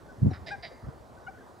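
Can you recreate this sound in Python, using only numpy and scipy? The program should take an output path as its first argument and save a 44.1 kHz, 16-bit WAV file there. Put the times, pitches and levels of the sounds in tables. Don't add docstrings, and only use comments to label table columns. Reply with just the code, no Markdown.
import sys
import numpy as np
from scipy import signal
from scipy.fft import rfft, irfft, next_fast_len
from scipy.io import wavfile
from scipy.ndimage import uniform_filter1d, map_coordinates

SR = 44100
rng = np.random.default_rng(int(sys.argv[2]) if len(sys.argv) > 2 else 0)


def pcm_store(signal):
    levels = np.round(np.clip(np.atleast_2d(signal), -1, 1) * 32767)
    wavfile.write(sys.argv[1], SR, levels.astype(np.int16).T)


def elevation(decibels):
    levels = np.asarray(decibels, float)
    return 10 ** (levels / 20)


N = 70560

# frequency_hz, density_db (per Hz)
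HUM_SPECTRUM = [(30, -16), (60, 3), (170, -8), (260, -2.5), (650, -3.5), (1150, -9.5), (1900, -19),
                (2500, -34.5), (3900, -42.5)]
HISS_SPECTRUM = [(1290, -28.5), (2200, 0), (2700, -3), (4640, -1.5), (5160, -3.5), (7590, -6),
                 (15600, -15.5)]
# frequency_hz, correlation (0-1)
HUM_ALIKE = [(60, 0.56), (270, 0.55), (450, .75), (800, 0.85), (1100, .55), (1700, 0.3), (3000, 0.5)]
HISS_ALIKE = [(2500, 0.69), (6500, 0.88), (10000, 0.67), (15000, 0.52)]
# frequency_hz, left_over_right_db
HUM_PAN = [(300, 2), (600, 0), (1100, -4), (1600, -4), (2700, -1), (6000, -.5)]
CALL_PAN = [(800, 7.5), (1550, 2.5), (2400, 1)]
CROAK_PAN = [(700, -.5), (1500, -5), (2700, -5), (4500, -2.5)]
# frequency_hz, left_lead_rad
PORT_PHASE = [(100, -1), (270, -.5), (450, -.85), (800, -.85), (1100, -1.2), (1600, -0.65), (2700, -.35),
              (4500, -.1)]
# frequency_hz, t60_s
REED_DECAY = [(300, 0.13), (2000, 0.85), (3200, 0.15), (4700, 0.51), (12000, 0.52)]

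# start_s, level_db, ring_hz (negative pulls first), right_late_ms, left_over_right_db
THUMPS = [(0.183, -35, 106.5, -0.5, -2), (0.2191, -16, 105.5, 0.5, -3.5), (0.229, -8.5, 138, -1.3, 0),
          (.243, -23, 155, 2, -16.5), (0.249, -18, 173, 0.5, -1), (0.2593, -15.5, -300, 1, -1),
          (0.262, -18, 262.5, 1, -0.5), (0.2671, -13.5, -230, 1, -5.5), (0.27, -11, 139.5, 1, 2),
          (.2615, -30, 467, 2, -5), (.267, -38.5, 762, -0.5, 0), (.2772, -29, 560, 2, 3),
          (0.279, -15, 174.5, 1.5, -4.5), (0.3138, -27, 336.5, 0, -1), (0.289, -22, 126, -1, 6),
          (.302, -28.5, 94.5, 3.5, 0), (0.312, -23.5, 104.5, -1, 2.5), (.332, -32, 77.5, 0, -0.5),
          (0.373, -35, 82.5, 0, 2.5), (0.419, -34.5, 72, -2.5, -4), (0.828, -42.5, 122, -0.5, 5),
          (0.845, -30.5, 52, 3, -3.5), (.864, -43, -230, 1.5, 5), (0.869, -28.5, 78.5, 0, 0),
          (.878, -33.5, 114, 1.5, -8), (0.886, -28, 135, 1.4, 2), (1.097, -46, 143, -2, 4)]
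# time_s, level_db
BUFFET = [(.17, -57), (.21, -44.5), (.24, -41), (.27, -29), (.295, -35), (.33, -35), (.36, -58.5),
          (.45, -48), (.54, -52.5), (.62, -56.5), (.74, -57.5), (.81, -94), (.84, -43), (.9, -57),
          (.96, -64), (1.02, -58), (1.6, -60)]
# frequency_hz, density_db (per Hz)
BUFFET_SPECTRUM = [(20, -30), (50, -13), (90, 6), (160, 0), (260, -3), (340, -22), (700, -38), (1200, -120)]

# start_s, length_s, pitch_hz, glide_hz_per_s
PEEPS = [(.308, .014, 5700, -30000), (.302, .026, 4150, -17000), (.303, .03, 715, 1800),
         (.085, .045, 1520, -1200), (1.306, .03, 1430, 1800), (1.338, .03, 1490, 0), (1.366, .018, 1480, 0),
         (1.385, .014, 1680, 0), (1.404, .032, 1570, 1500), (1.16, .045, 1490, 0), (1.212, .055, 1490, 0),
         (.708, .035, 510, 0), (.765, .022, 850, 0)]
PEEP_LEVELS_DB = [-64, -62, -49, -54, -57, -58, -57, -60, -58, -62, -63, -54, -56]
PEEP_PARTIALS_DB = [4, -34]

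# start_s, length_s, level_db, pitch_hz, glide_hz_per_s
HONKS = [
    (0.504, 0.058, -33, 831.4, -1150),
    (1.2642, 0.043, -38.5, 769, 0),
]
HONK_PARTIALS_DB = [
    [-2.5, -0.5, -11.5, -36, -37, -43, -26, -45, -35, -28.5],
    [1, -5.5, -13, -37],
]
# after_s, flat_by_hz, squeal_over_tone_db
BREAKS = [
    (.009, 93, -1.5),
    (0.0165, 48, 9),
]
# duration of the break [s], attack [s], release [s]
BREAK_S = [.0018, .0011]
HONK_ATTACK_S = [.011, .014]
HONK_RELEASE_S = [.034, .028]
# before the break, third partial over its later level [dB]; fourth partial's rise beyond the squeal's
# [dB]
SQUEAL_THIRD_DB = [-13, -4]
SQUEAL_FOURTH_DB = [-14, 12]
HIGHS_FADE_DB_PER_S = [65, 200]

# start_s, length_s, level_db, slows_after_s
CROAKS = [
    (.301, 0.072, -56, 0.0051),
    (0.329, 0.06, -49, .008),
    (0.463, 0.085, -42.5, .027),
    (0.6252, 0.073, -43.5, 0.027),
]
# breath share [0-1], fade after slowing [dB]
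BREATH_SHARE = [.6, .3, .04, .02]
CROAK_FADE_DB = [12, 8, 12, 10.5]
# centre_hz, one row per croak
FAST_THROAT_HZ = [
    [730, 1350, 2100, 4150, 5600, 5500],
    [700, 1400, 1800, 3750, 5020, 4750],
    [760, 1830, 2300, 3750, 4960, 4700],
    [700, 1860, 2120, 3900, 4700, 5080],
]
SLOW_THROAT_HZ = [
    [730, 1700, 2150, 3750, 5400, 5300],
    [700, 1850, 1450, 3720, 4950, 4900],
    [660, 2000, 2200, 3720, 4760, 4990],
    [680, 1950, 2100, 3780, 4700, 4950],
]
THROAT_DB = [
    [-4, 6, -6, -6, -16, -16],
    [-14.5, 0, 5, -7, -3, -12],
    [1, 0.5, -13.5, -7.5, -4, -10],
    [3, 0.5, -1.5, -3.5, 1, -13],
]
# width [Hz], change after slowing [dB] (the low ones gain, the next two hold, the last drops
THROAT_WIDTH_HZ = [120, 170, 190, 230, 170, 220]
SLOW_CHANGE_DB = [3, 2.5, 2.5, 0, -0.5, -22.5]
# when the throat shifts [s], its cut-off [Hz], what passes above that [dB]
THROAT_SHIFT_AT_S = [.008, .014, .015, .018]
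THROAT_TOP_HZ = [5800, 5350, 5350, 5250]
AIR_DB = [-31.5, -38, -12.5, -27]
SLOW_VALLEY_DB = [-20, -24, -15, -11]
LOW_OPENS_S = [.005, .003, .007, .009]
LOW_FADE_DB = [0, 2, 8, 10]


def unit(x):
    return x / np.sqrt(np.mean(x ** 2) + 1e-20)


def along(points, hz):
    f, v = np.transpose(points)
    return np.interp(np.log(hz + 1), np.log(f + 1), v)


def wobble(rate):
    return map_coordinates(rng.standard_normal(400), [np.arange(N) * rate / SR])


def filtered(x, response):
    m = next_fast_len(N + SR // 2)
    return irfft(rfft(x, m) * response(np.fft.rfftfreq(m, 1 / SR)), m)[..., :N]


def ramp_envelope(rise, fall):
    return np.sin(np.pi / 2 * np.clip(np.minimum(rise, fall), 0, 1))


def rush(spectrum, alike, patchy_db):
    z = signal.stft(rng.standard_normal((2, N)), nperseg=512)[2]
    patches = uniform_filter1d(rng.standard_normal(z.shape[1:]), 5, 0)
    patches = unit(uniform_filter1d(patches, 10, 1))
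    pair = signal.istft(z * elevation(patchy_db * patches), nperseg=512)[1][:, :N]

    def mid_side(hz):
        turn = np.arccos(np.clip(along(alike, hz), -1, 1)) / 2
        return elevation(along(spectrum, hz)) * [np.cos(turn), np.sin(turn)]

    mid, side = filtered(pair, mid_side)
    return unit(np.array([mid + side, mid - side]))


def background():
    gust = np.interp(np.arange(N) / SR, *np.transpose(BUFFET))
    gust = np.clip(uniform_filter1d(gust, size=6000) + 58, 0, None)
    hum_db = -51 + 0.6 * (wobble(0.77) + wobble(12.33))
    hum = elevation(hum_db) * rush([(13, -81)] + HUM_SPECTRUM + [(6000, -120)], HUM_ALIKE, patchy_db=2.0)
    hiss_db = -69 + 0.2 * wobble(6.6)
    hiss = elevation(hiss_db) * rush([(1200, -120)] + HISS_SPECTRUM, HISS_ALIKE, patchy_db=1.5)
    return elevation(0.069 * gust) * (hum + hiss)


def wind_on_ports():
    cycles, rise = 5.6, 0.2
    t, thumps = np.arange(N) / SR, np.zeros((2, N))
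    for start, db, hz, late_ms, pan_db in THUMPS:
        u = np.clip(t - start - np.array([[-late_ms], [late_ms]]) / 2000, 0, None)
        swings = u * abs(hz)
        push = np.sin(2 * np.pi * hz * u) * elevation(-60 * swings / cycles) * (1 - np.exp(-swings / rise))
        thumps += elevation(db + 4 + np.array([[pan_db], [-pan_db]]) / 2) * push
    thumps = filtered(thumps, lambda f: 1 / (1 + (f / 850) ** 4) / (1 + (55 / (f + 1)) ** 4))
    level_db = np.interp(t, *np.transpose(BUFFET)) + 0.96 * np.array([wobble(17), wobble(37)])
    rumble = rush(BUFFET_SPECTRUM, [(60, 0.81), (300, 0.14)], patchy_db=-3.0)
    return thumps + elevation(level_db) * rumble


def reeds(x):
    far_bank_s = .035
    common = 6.2 * rng.standard_normal(SR // 2)
    noise = rng.standard_normal((2, SR // 2)) + common
    hz, t, z = signal.stft(noise, SR, nperseg=256)
    tail = signal.istft(z * elevation(-60 * t / along(REED_DECAY, hz)[:, None]), SR, nperseg=256)[1]
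    delayed = np.pad(x, (round(far_bank_s * SR), 0))[None]
    return signal.fftconvolve(delayed, tail / np.linalg.norm(tail[0]), axes=1)[:, :N]


def peeps():
    t, out = np.arange(N) / SR, np.zeros(N)
    for (start, length, hz, glide), db in zip(PEEPS, PEEP_LEVELS_DB):
        u = (t - start) / length
        pitch = hz + glide * np.clip(t - start, 0, length) + 8 * hz / 700 * wobble(150)
        phase = 2 * np.pi * np.cumsum(pitch) / SR
        level = elevation(db + 2.5 * wobble(180)) * ramp_envelope(u / 0.4, (1 - u) / 0.6)
        out += level * sum(elevation(g) * np.sin((k + 1) * phase) for k, g in enumerate(PEEP_PARTIALS_DB))
    return out


def honks():
    t, out = np.arange(N) / SR, np.zeros(N)
    for i, (start, length, db, hz, glide) in enumerate(HONKS):
        after, flat_hz, squeal_db = BREAKS[i]
        u = t - start
        early = .5 - .5 * np.tanh((u - after) / BREAK_S[i] / 2)
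        since_break = np.clip(u - after, 0, length)
        pitch = hz - flat_hz * early + glide * since_break + 4 * wobble(149.8)
        phase = 2 * np.pi * np.cumsum(pitch) / SR
        change_db = [-26, squeal_db, SQUEAL_THIRD_DB[i], squeal_db + SQUEAL_FOURTH_DB[i]] + [-20] * 7
        tone = np.zeros(N)
        for k, (partial_db, change) in enumerate(zip(HONK_PARTIALS_DB[i], change_db)):
            level_db = partial_db + change * early - HIGHS_FADE_DB_PER_S[i] * k * since_break
            tone += elevation(level_db) * np.sin((k + 1) * phase + k)
        shape = ramp_envelope(u / HONK_ATTACK_S[i], (length - u) / HONK_RELEASE_S[i])
        out += elevation(db + 1.2 * wobble(120)) * shape * tone
    return out


def throat(f, centres, levels, valley_db):
    rings = [elevation(db) * 1j * f * w / (c * c - f * f + 1j * f * w)
             for c, w, db in zip(centres, THROAT_WIDTH_HZ, levels)]
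    valley = elevation(valley_db) * 1j * f * 900 / (3100 ** 2 - f * f + 1j * f * 900)
    return [rings[1] + rings[2] + rings[0], sum(rings[3:]) + valley]


def voice_pulses(t, slows, breath_share):
    fast_hz, slow_hz, slowing_s = 357, 205, .004
    jitter, size_db = .01, .3
    scatter, breath = rng.standard_normal((2, 60)), rng.standard_normal(len(t))
    fast = 1 / (1 + np.exp((t - slows) / slowing_s))
    cycle = np.cumsum(slow_hz + (fast_hz - slow_hz) * fast) / SR + .7
    beats = np.arange(1, int(cycle[-1]))
    moments = beats + jitter * (1 + 20 * breath_share) * scatter[0, beats]
    at = np.interp(moments, cycle, np.arange(len(t)))
    taps = np.clip(at.astype(int)[:, None] + np.arange(-7, 9), 0, len(t) - 1)
    size = elevation(size_db * (4.0 + 2 * breath_share) * scatter[1, beats])[:, None]
    kick = np.sinc(taps - at[:, None]) * np.hanning(18)[1:-1] * size
    pulses = unit(np.bincount(taps.ravel(), kick.ravel(), len(t)))
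    puffs = unit(breath * np.exp(-3 * (cycle % 1)))
    return np.sqrt(1 - breath_share) * pulses + np.sqrt(breath_share) * puffs


def croaks():
    t, out = np.arange(SR // 10) / SR, np.zeros(N)
    for k, (start, length, db, slows) in enumerate(CROAKS):
        source = voice_pulses(t, slows, BREATH_SHARE[k])
        opening = np.interp(t, [0, .006, slows], [.45, .9, 1])
        fade = elevation(-CROAK_FADE_DB[k] * np.clip((t - slows) / (length - slows), 0, 1))
        shape = opening * fade * np.clip((length - t) / .016, 0, 1)
        early = 1 / (1 + np.exp((t - THROAT_SHIFT_AT_S[k]) / .005))
        low_fade = elevation(-LOW_FADE_DB[k] * np.clip((t - slows - .01) / .02, 0, 1))
        low = np.clip(t / LOW_OPENS_S[k], .2, 1) * low_fade
        weights = np.array([early, 1 - early])[:, None] * [low, np.ones(len(t))]
        parts = np.zeros((2, 2, N))
        first = round(start * SR)
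        parts[..., first:first + len(t)] = elevation(db + 11.0) * shape * source * weights

        def response(f):
            top = 1 / (1 + (f / THROAT_TOP_HZ[k]) ** 20) + elevation(AIR_DB[k]) / (1 + (f / 10000) ** 4)
            before = throat(f, FAST_THROAT_HZ[k], THROAT_DB[k], -19)
            after = throat(f, SLOW_THROAT_HZ[k], np.add(THROAT_DB[k], SLOW_CHANGE_DB), SLOW_VALLEY_DB[k])
            return np.array([before, after]) * top

        out += filtered(parts, response).sum(axis=(0, 1))
    return out


def scene():
    rasp, calls = croaks(), honks() + peeps()
    side = np.array([[.5], [-.5]])

    def panned(x, pan):
        return filtered(x, lambda f: elevation(side * along(pan, f)))

    air = panned(rasp, CROAK_PAN) + panned(calls, CALL_PAN) + panned(background(), HUM_PAN)
    air = air + reeds(elevation(-14) * rasp + elevation(-23) * calls)
    return filtered(air, lambda f: np.exp(1j * side * along(PORT_PHASE, f))) + wind_on_ports()


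def low_pass(x):
    return signal.sosfilt(signal.butter(12, 15760, fs=SR, output="sos"), x)


def record(dry):
    return low_pass(dry)


dry = scene()
out = record(dry)
pcm_store(out)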